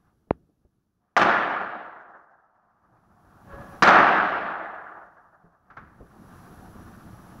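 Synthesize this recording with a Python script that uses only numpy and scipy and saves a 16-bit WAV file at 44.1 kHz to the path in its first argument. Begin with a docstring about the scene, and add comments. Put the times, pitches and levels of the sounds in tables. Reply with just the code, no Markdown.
"""Two big firecrackers go off in a courtyard between apartment blocks, heard from an upstairs microphone.
Each is a set of delayed pulses off ground and walls, then shaped noise that rolls on for over a second.
A dry pop, a single pulse, comes first; dull bumps, bin lid claps and a far horn are decaying noise and tones.
Town noise, a thin whine and hiss sink after each blast and swell back; a limiter flattens the loudest part."""
import sys
import numpy as np
from scipy import signal
from scipy.fft import rfft, irfft
from scipy.io import wavfile
from scipy.ndimage import uniform_filter1d, minimum_filter1d

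SR = 44100
rng = np.random.default_rng(int(sys.argv[2]) if len(sys.argv) > 2 else 0)


def master_out(mix):
    """Clip the mix to full scale and print it as 16-bit PCM to the path in sys.argv[1]."""
    frames = np.transpose(np.atleast_2d(mix))
    ceiling = np.clip(frames, -1, 1)
    pcm = np.round(ceiling * 32767).astype(np.int16)
    wavfile.write(sys.argv[1], SR, pcm)


N = 326340
TIME = np.arange(N) / SR  # s
HZ = np.fft.rfftfreq(N, 1 / SR)


def amp(db):
    """Decibels to gain."""
    return 10 ** (np.asarray(db) / 20)


def unit(x):
    """Scales to an rms of one."""
    return x / np.sqrt(np.mean(x ** 2) + 1e-20)


def read(points, hz):
    """A spectrum table, joined on a log-frequency axis."""
    f, value = np.transpose(points)
    return np.interp(np.log(hz + 1), np.log(f), value)


def noise(spectrum):
    """Steady noise of a given colour, with an rms of one."""
    white = rng.standard_normal(N)
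    return unit(irfft(rfft(white) * amp(read(spectrum, HZ)), N))


def drift(rate_hz):
    """Random wavering slower than the given rate, with an rms of one."""
    white = rng.standard_normal(N)
    return unit(irfft(rfft(white) * (HZ < rate_hz), N))


def add(mix, s, sound):
    """Mixes a sound in at a time in seconds."""
    part = mix[max(round(s * SR), 0):][:len(sound)]
    part += sound[:len(part)]


def click(gain_db):
    """Causal (minimum-phase) pulse with the given spectrum."""
    mirrored_db = np.concatenate([gain_db, gain_db[-2:0:-1]])
    log_gain = np.log(amp(mirrored_db))
    return np.fft.ifft(np.exp(np.conj(signal.hilbert(log_gain)))).real


def blow(s, rise, decay):
    """Envelope with a quick rise and an exponential fall."""
    age = np.maximum(TIME - s, 0)
    return (1 - np.exp(-age / rise)) * np.exp(-age / decay)


def held(s, length, rise, release):
    """Envelope that rises, holds and dies away."""
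    age = TIME - s
    return np.clip(age / rise, 0, 1) * np.exp(-np.maximum(age - length, 0) / release)


# The two firecrackers down in the yard. Each row: start in seconds, blast level in dB, reverberation level
# in dB, factor on the echo delays, factor on the ring time, reverberation tilt in dB per octave.
BANGS = [(1.1661, -9, -14, 1.0, 0.93, 0), (3.8233, -3.5, -10, 1.035, 1.142, -0.1)]
# Paths by ground and walls to the microphone. Each row: delay in seconds before the bang's own factor,
# level in dB relative to the blast, extra bite around 5.8 kHz in dB.
PATHS = [(0, 1, -6), (.0036, -2, 8.5), (.0100, 0, 6), (0.0146, -6, 5), (0.0501, 1.5, 3), (0.057, -3, 3.5),
         (.0645, -2.5, 2), (.129, -8.5, -1.5), (.158, -8.5, -4)]
# Colour of a blast at the microphone. Each row: frequency in Hz, relative level in dB per Hz.
BLAST_COLOUR = [(30, -31), (90, -27.5), (180, -8), (260, -8), (350, -4.5), (470, -9.5), (720, 0.5),
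                (1000, -3), (1300, 3), (1700, -1), (2050, -9.5), (4500, -26), (6100, -29), (8400, -45),
                (15000, -63.5)]


def firecrackers(scatter_db=-12, scatter_s=0.0026, bite_hz=5800, loss_db=90, weak_s=.11, weak_db=-11):
    """Each shock arrives by several paths, frayed by rough walls, and then fills the yard."""
    out = np.zeros(N)
    hz, t = np.fft.rfftfreq(2048, 1 / SR), TIME[:1024]
    colour_db = read(BLAST_COLOUR, hz)
    bite = np.exp(-2 * np.log2((hz + 1) / bite_hz) ** 2)
    # treble lost for each second of delay: loss_db per octave above 4 kHz
    loss = loss_db * np.log2(np.maximum(hz / 4000, 1))
    height = abs(click(colour_db)).max()
    for s, db, yard_db, stretch, ring, tilt_db in BANGS:
        # three weaker echoes fall at random within about the first tenth of a second
        weak_echoes = [(weak_s * share, weak_db, 0) for share in rng.random(size=3)]
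        for delay, path_db, bite_db in PATHS + weak_echoes:
            shock = click(colour_db + bite_db * bite - delay * loss) / height
            frayed = amp(scatter_db) * rng.standard_normal(len(t)) * np.exp(-t / scatter_s)
            frayed[0] = 1
            arrival = signal.fftconvolve(shock, frayed)
            add(out, s + stretch * delay, amp(db + path_db) * arrival)
        add(out, s, amp(yard_db) * reverberation(ring, tilt_db))
    return out


# Basic ring time of the yard, before each bang's factor and the extra late fall.
# Each row: frequency in Hz, time to fall 60 dB in seconds.
YARD_RING = [(50, 1.7), (200, 1.4), (700, 1.95), (1400, 1.77), (2500, 1.684), (4000, 1.58), (6000, 1.12),
             (9000, 0.72), (15000, 0.49)]


def reverberation(ring, tilt_db, build=0.059, flutter_db=1.5, patch_db=1.0, dulling_db=11, sag_db=3,
                  air_db=9, air_s=0.13):
    """A thicket of echoes from windows and balconies; it fades ever faster, the treble first."""
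    grain = amp(1.3 * drift(500))
    late = np.minimum(TIME, 1.5) ** 2  # the level flutters at random, more strongly as the tail fades
    echoes = rng.standard_normal(N) * grain * amp(flutter_db * late * drift(25))
    hz, t, z = signal.stft(echoes, SR, nperseg=512)
    colour = amp(read(BLAST_COLOUR, hz) + tilt_db * np.log2((hz + 100) / 1000))
    # random patches, smoothed over frequency and then time
    patches = uniform_filter1d(rng.standard_normal(z.shape), size=5, axis=0)
    patches = unit(uniform_filter1d(patches, size=8, axis=1))
    treble = np.clip((hz - 1700) / 700, 0, 1)[:, None]
    fall_db = -60 * t / (ring * read(YARD_RING, hz)[:, None])
    fall_db = fall_db - (sag_db + dulling_db * treble) * (t / ring) ** 3
    # the top treble dulls over the first tenths of a second
    edge_db = air_db * np.log2(np.maximum(hz / 2800, 1))[:, None] * (1 - np.exp(-t / air_s))
    z = z * unit(colour)[:, None] * amp(fall_db - edge_db + patch_db * patches)
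    tail = signal.istft(z, SR, nperseg=512)[1][:N]
    return tail * (1 - .6 * np.exp(-TIME / build))  # the echoes take a moment to build up


def fizz(level_db=-43, decay_s=.052):
    """The airy top of each blast, high noise which dies within the first few bounces."""
    air = noise([(4000, -20), (7000, 0), (12000, -3), (15500, -10)])  # Hz, dB per Hz
    return air * sum(amp(level_db + yard_db) * blow(s, .002, decay_s) for s, _, yard_db, *_ in BANGS)


# Colour of echoes from distant blocks. Each row: frequency in Hz, relative level in dB per Hz.
ROLL_COLOUR = [(100, -20), (480, -12), (720, 1), (1000, -2), (1250, 0), (1700, -9), (2100, -26),
               (3500, -40), (6200, -39), (9000, -54), (15000, -64)]


def far_roll(level_db=-35, rise_s=.4, decay_s=.8, sinks=.55, flutter_db=2.2, early_s=.05):
    """Each blast comes back from distant blocks as a long, uneven murmur of echoes."""
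    echoes = sum(blow(s, rise_s, decay_s) for s, *_ in BANGS)
    level = amp(level_db + sinks * lull_db(early_s) + flutter_db * drift(16))
    return level * echoes * noise(ROLL_COLOUR)


# Standing waves between the walls around the yard.
# Each row: frequency in Hz, width in Hz, level in dB relative to the incoming sound.
WALL_MODES = [(187, 16, 0), (217, 12, -7), (321, 7.9, -0.5), (715, 16, -5.5), (1170, 18, -8.5),
              (1693, 8.9, -8)]


def walls(x):
    """Facing walls make a few frequencies ring."""
    out = x
    for hz, width, db in WALL_MODES:
        b, a = signal.iirpeak(hz, hz / width, SR)
        out = out + amp(db) * signal.lfilter(b, a, x)
    return out


# Colour of the dry pop's pulse. Each row: frequency in Hz, relative level in dB per Hz.
POP_COLOUR = [(20, -19.5), (60, -3), (420, 1.5), (900, -6), (1600, -21.5), (2600, -27), (3300, -44),
              (4100, -42.5), (7000, -80), (12000, -90.5)]


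def pop(s=.3074, peak_db=-4, lag_s=.0022, knee_hz=1500, tail_db=-54, tail_s=.018, boom_db=-52, boom_s=.085):
    """One dry pressure pulse, its bass a little behind its treble, with a faint, short tail and a low boom."""
    hz = np.fft.rfftfreq(4096, 1 / SR)
    lag = np.exp(-2j * np.pi * lag_s * knee_hz * np.arctan(hz / knee_hz))
    pulse = irfft(rfft(click(read(POP_COLOUR, hz))) * lag)
    out = np.zeros(N)
    add(out, s, amp(peak_db) * pulse / abs(pulse).max())
    tail = amp(tail_db) * noise(BLAST_COLOUR) * blow(s, .003, tail_s)
    boom = amp(boom_db) * noise(RUMBLE_COLOUR) * blow(s, .003, boom_s)
    return out + tail + boom


# Dull bumps, and first a faint low rustle just before the pop. Each row: start in seconds, level in dB,
# pitch in Hz, decay in seconds, scuff level in dB relative to the bump.
BUMPS = [(.27, -57.5, 201, 0.016, 1), (0.489, -56.5, 302, 0.0094, -0.5), (.648, -45, 60, 0.0075, -5),
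         (2.92, -54, 120, .02, -8.5), (3.532, -34.5, 60.7, 0.024, -5.5), (5.439, -50, 170, 0.038, -5.5),
         (6.002, -42.5, 52, .03, 0), (6.75, -39.5, 239, 0.014, 1), (7.13, -28, 110, 0.0082, -14)]


def bumps(scuff_hz=520, rise_s=0.0041):
    """Each bump or rustle is a few low cycles and a soft scuff of low-passed noise."""
    low_pass = signal.butter(4, scuff_hz, fs=SR, output="sos")
    scuff = unit(signal.sosfilt(low_pass, rng.standard_normal(N)))
    out = np.zeros(N)
    for s, db, hz, decay, scuff_db in BUMPS:
        thud = np.sin(2 * np.pi * hz * (TIME - s))
        out += amp(db) * blow(s, rise_s, decay) * (thud + amp(scuff_db) * scuff)
    return out


# Knocks of the bin lid. Each row: start in seconds, relative level in dB, decay in seconds.
LID_KNOCKS = [(2.965, -66, .012), (5.701, -48, 0.013), (5.768, -40, 0.013)]
# Colour of the lid's body. Each row: frequency in Hz, relative level in dB per Hz.
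LID_COLOUR = [(200, -8), (500, -10.5), (900, -5), (1300, 3), (1650, -2), (2000, -10.5), (3000, -28),
              (4500, -34), (6500, -43), (9000, -70)]


def bin_lid(wet_db=-17, ring_s=0.12, boom_db=-13, boom_s=.16):
    """A plastic lid ticks as it opens and lands in two claps; each knock has a hollow boom and a faint echo."""
    strokes, boom = np.zeros(N), np.zeros(N)
    for s, db, decay in LID_KNOCKS:
        strokes += amp(db) * (blow(s, 0.0023, decay) + amp(wet_db) * blow(s, 0.018, ring_s))
        boom += amp(db + boom_db) * blow(s, .01, boom_s)
    return amp(5.5) * noise(LID_COLOUR) * strokes + noise(RUMBLE_COLOUR) * boom


def far_horn(s=3.46, length_s=.24, rise_s=.08, hz=560, level_db=-47.5, fall_db=5, release_s=.05):
    """One short, faint toot of three harmonics that wavers in pitch and level on its way."""
    phase = 2 * np.pi * np.cumsum(hz * (1 + .014 * drift(40))) / SR
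    tone = sum(amp(-fall_db * k + 3.3 * drift(6.5)) * np.sin((k + 1) * phase) for k in range(3))
    return amp(level_db) * held(s, length_s, rise_s, release_s) * tone


# Colour of distant traffic, also of the low booms. Each row: frequency in Hz, relative level in dB per Hz.
RUMBLE_COLOUR = [(20, -10.5), (45, 0), (95, 2.5), (190, -0.5), (330, -6), (550, -16.5), (1200, -42),
                 (4000, -80)]
# Colour of the town's wash. Each row: frequency in Hz, relative level in dB per Hz.
WASH_COLOUR = [(250, -7), (520, -5.5), (720, 1.5), (1000, -2.5), (1220, 0.5), (1700, -6.5), (2100, -18.5),
               (3500, -27), (8000, -50)]
# Brief swells of street noise. Each row: start in seconds, length in seconds, level in dB before wavering.
SWELLS = [(-.06, .17, -73), (.97, .2, -76.5), (3.44, .36, -49.5)]


def town(rumble_db=-49.5, wash_db=-54, waver_db=2, lumpy_db=2, rumble_sinks=1.01, wash_sinks=1.35, early_s=.06):
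    """Uneven traffic rumble, and a wash whose low and high halves waver apart; each sinks by its own amount."""
    lull = lull_db(early_s)
    rumble = amp(rumble_db + rumble_sinks * lull + lumpy_db * drift(14)) * noise(RUMBLE_COLOUR)
    swells = sum(amp(db) * held(s, length, .09, .04) for s, length, db in SWELLS)
    wash = np.hypot(amp(wash_db + wash_sinks * lull), swells) * noise(WASH_COLOUR)
    low = irfft(rfft(wash) * (HZ < 1000), N)
    high = wash - low
    return rumble + low * amp(waver_db * drift(12)) + high * amp(waver_db * drift(17))


# Partials of the thin whine. Each row: frequency in Hz, level in dB relative to the other partials.
WHINE = [(5803, -79), (8942, -89), (9835, -87), (10250, -88), (10810, -85), (10869, -75), (10928, -76),
         (11197, -85), (11612, -80), (12086, -85), (12500, -84), (12974, -85), (13388, -86), (13862, -84),
         (14277, -86), (14750, -85), (15165, -89), (15638, -87)]
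# Colour of the hiss. Each row: frequency in Hz, relative level in dB per Hz.
HISS_COLOUR = [(500, -2), (2200, 2.5), (3500, 3.5), (6000, 3.5), (8000, -1), (10000, -4), (10900, 2),
               (11700, 1), (15500, -6)]


def electronics(whine_db=-70.3, hiss_db=-66.8, waver_db=2, whine_sinks=1.05, hiss_sinks=1.0):
    """A thin whine of wavering sine partials and a hiss of noise, which swell and sink together."""
    whine = np.zeros(N)
    for hz, db in WHINE:
        whine += amp(db + waver_db * drift(12)) * np.sin(2 * np.pi * (hz * TIME + rng.random()))
    lull = lull_db(0)
    hiss = amp(hiss_db + hiss_sinks * lull) * noise(HISS_COLOUR)
    return amp(whine_db + whine_sinks * lull) * unit(whine) + hiss


# Lulls in the background, the first already under way.
# Each row: start in seconds, starting level in dB, time spent sinking in seconds (before any early turn).
LULLS = [(-1.0, 0, 2.3), (1.17, -10, 1.44), (3.93, 0, 1.66)]


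def lull_db(early_s, drop_db=13, drop_s=.3, slide_db_per_s=6.8, swell_db_per_s=31):
    """Background level: it drops quickly, slides on slowly, then swells steadily to full, some layers early."""
    level = np.zeros(N)
    for s, start_db, length in LULLS:
        age = TIME - s
        sinking = np.clip(age, 0, length - early_s)
        sunk = drop_db * (1 - np.exp(-sinking / drop_s)) + slide_db_per_s * sinking
        regained = swell_db_per_s * (age - sinking)
        level = np.where(age < 0, level, np.minimum(start_db - sunk + regained, 0))
    return level


def scene():
    """All sources at one microphone; the blasts, far echoes and town ring between the walls."""
    yard = walls(firecrackers() + far_roll() + town())
    return (yard + fizz() + far_horn() + pop() + bumps() + bin_lid() + electronics())[None]


def record(dry, ceiling=.69, edge_hz=15750):
    """A fast limiter holds the peaks down; then a steep low-pass limits the band."""
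    gain = np.minimum(1, ceiling / (abs(dry) + 1e-9))
    gain = minimum_filter1d(gain, size=61)  # samples; the gain dips just ahead of each peak
    gain = uniform_filter1d(uniform_filter1d(gain, size=31), size=31)
    low_pass = signal.firwin(511, edge_hz, window=("kaiser", 9), fs=SR)
    return signal.oaconvolve(dry * gain, low_pass[None], "same")


dry = scene()
out = record(dry)
master_out(out)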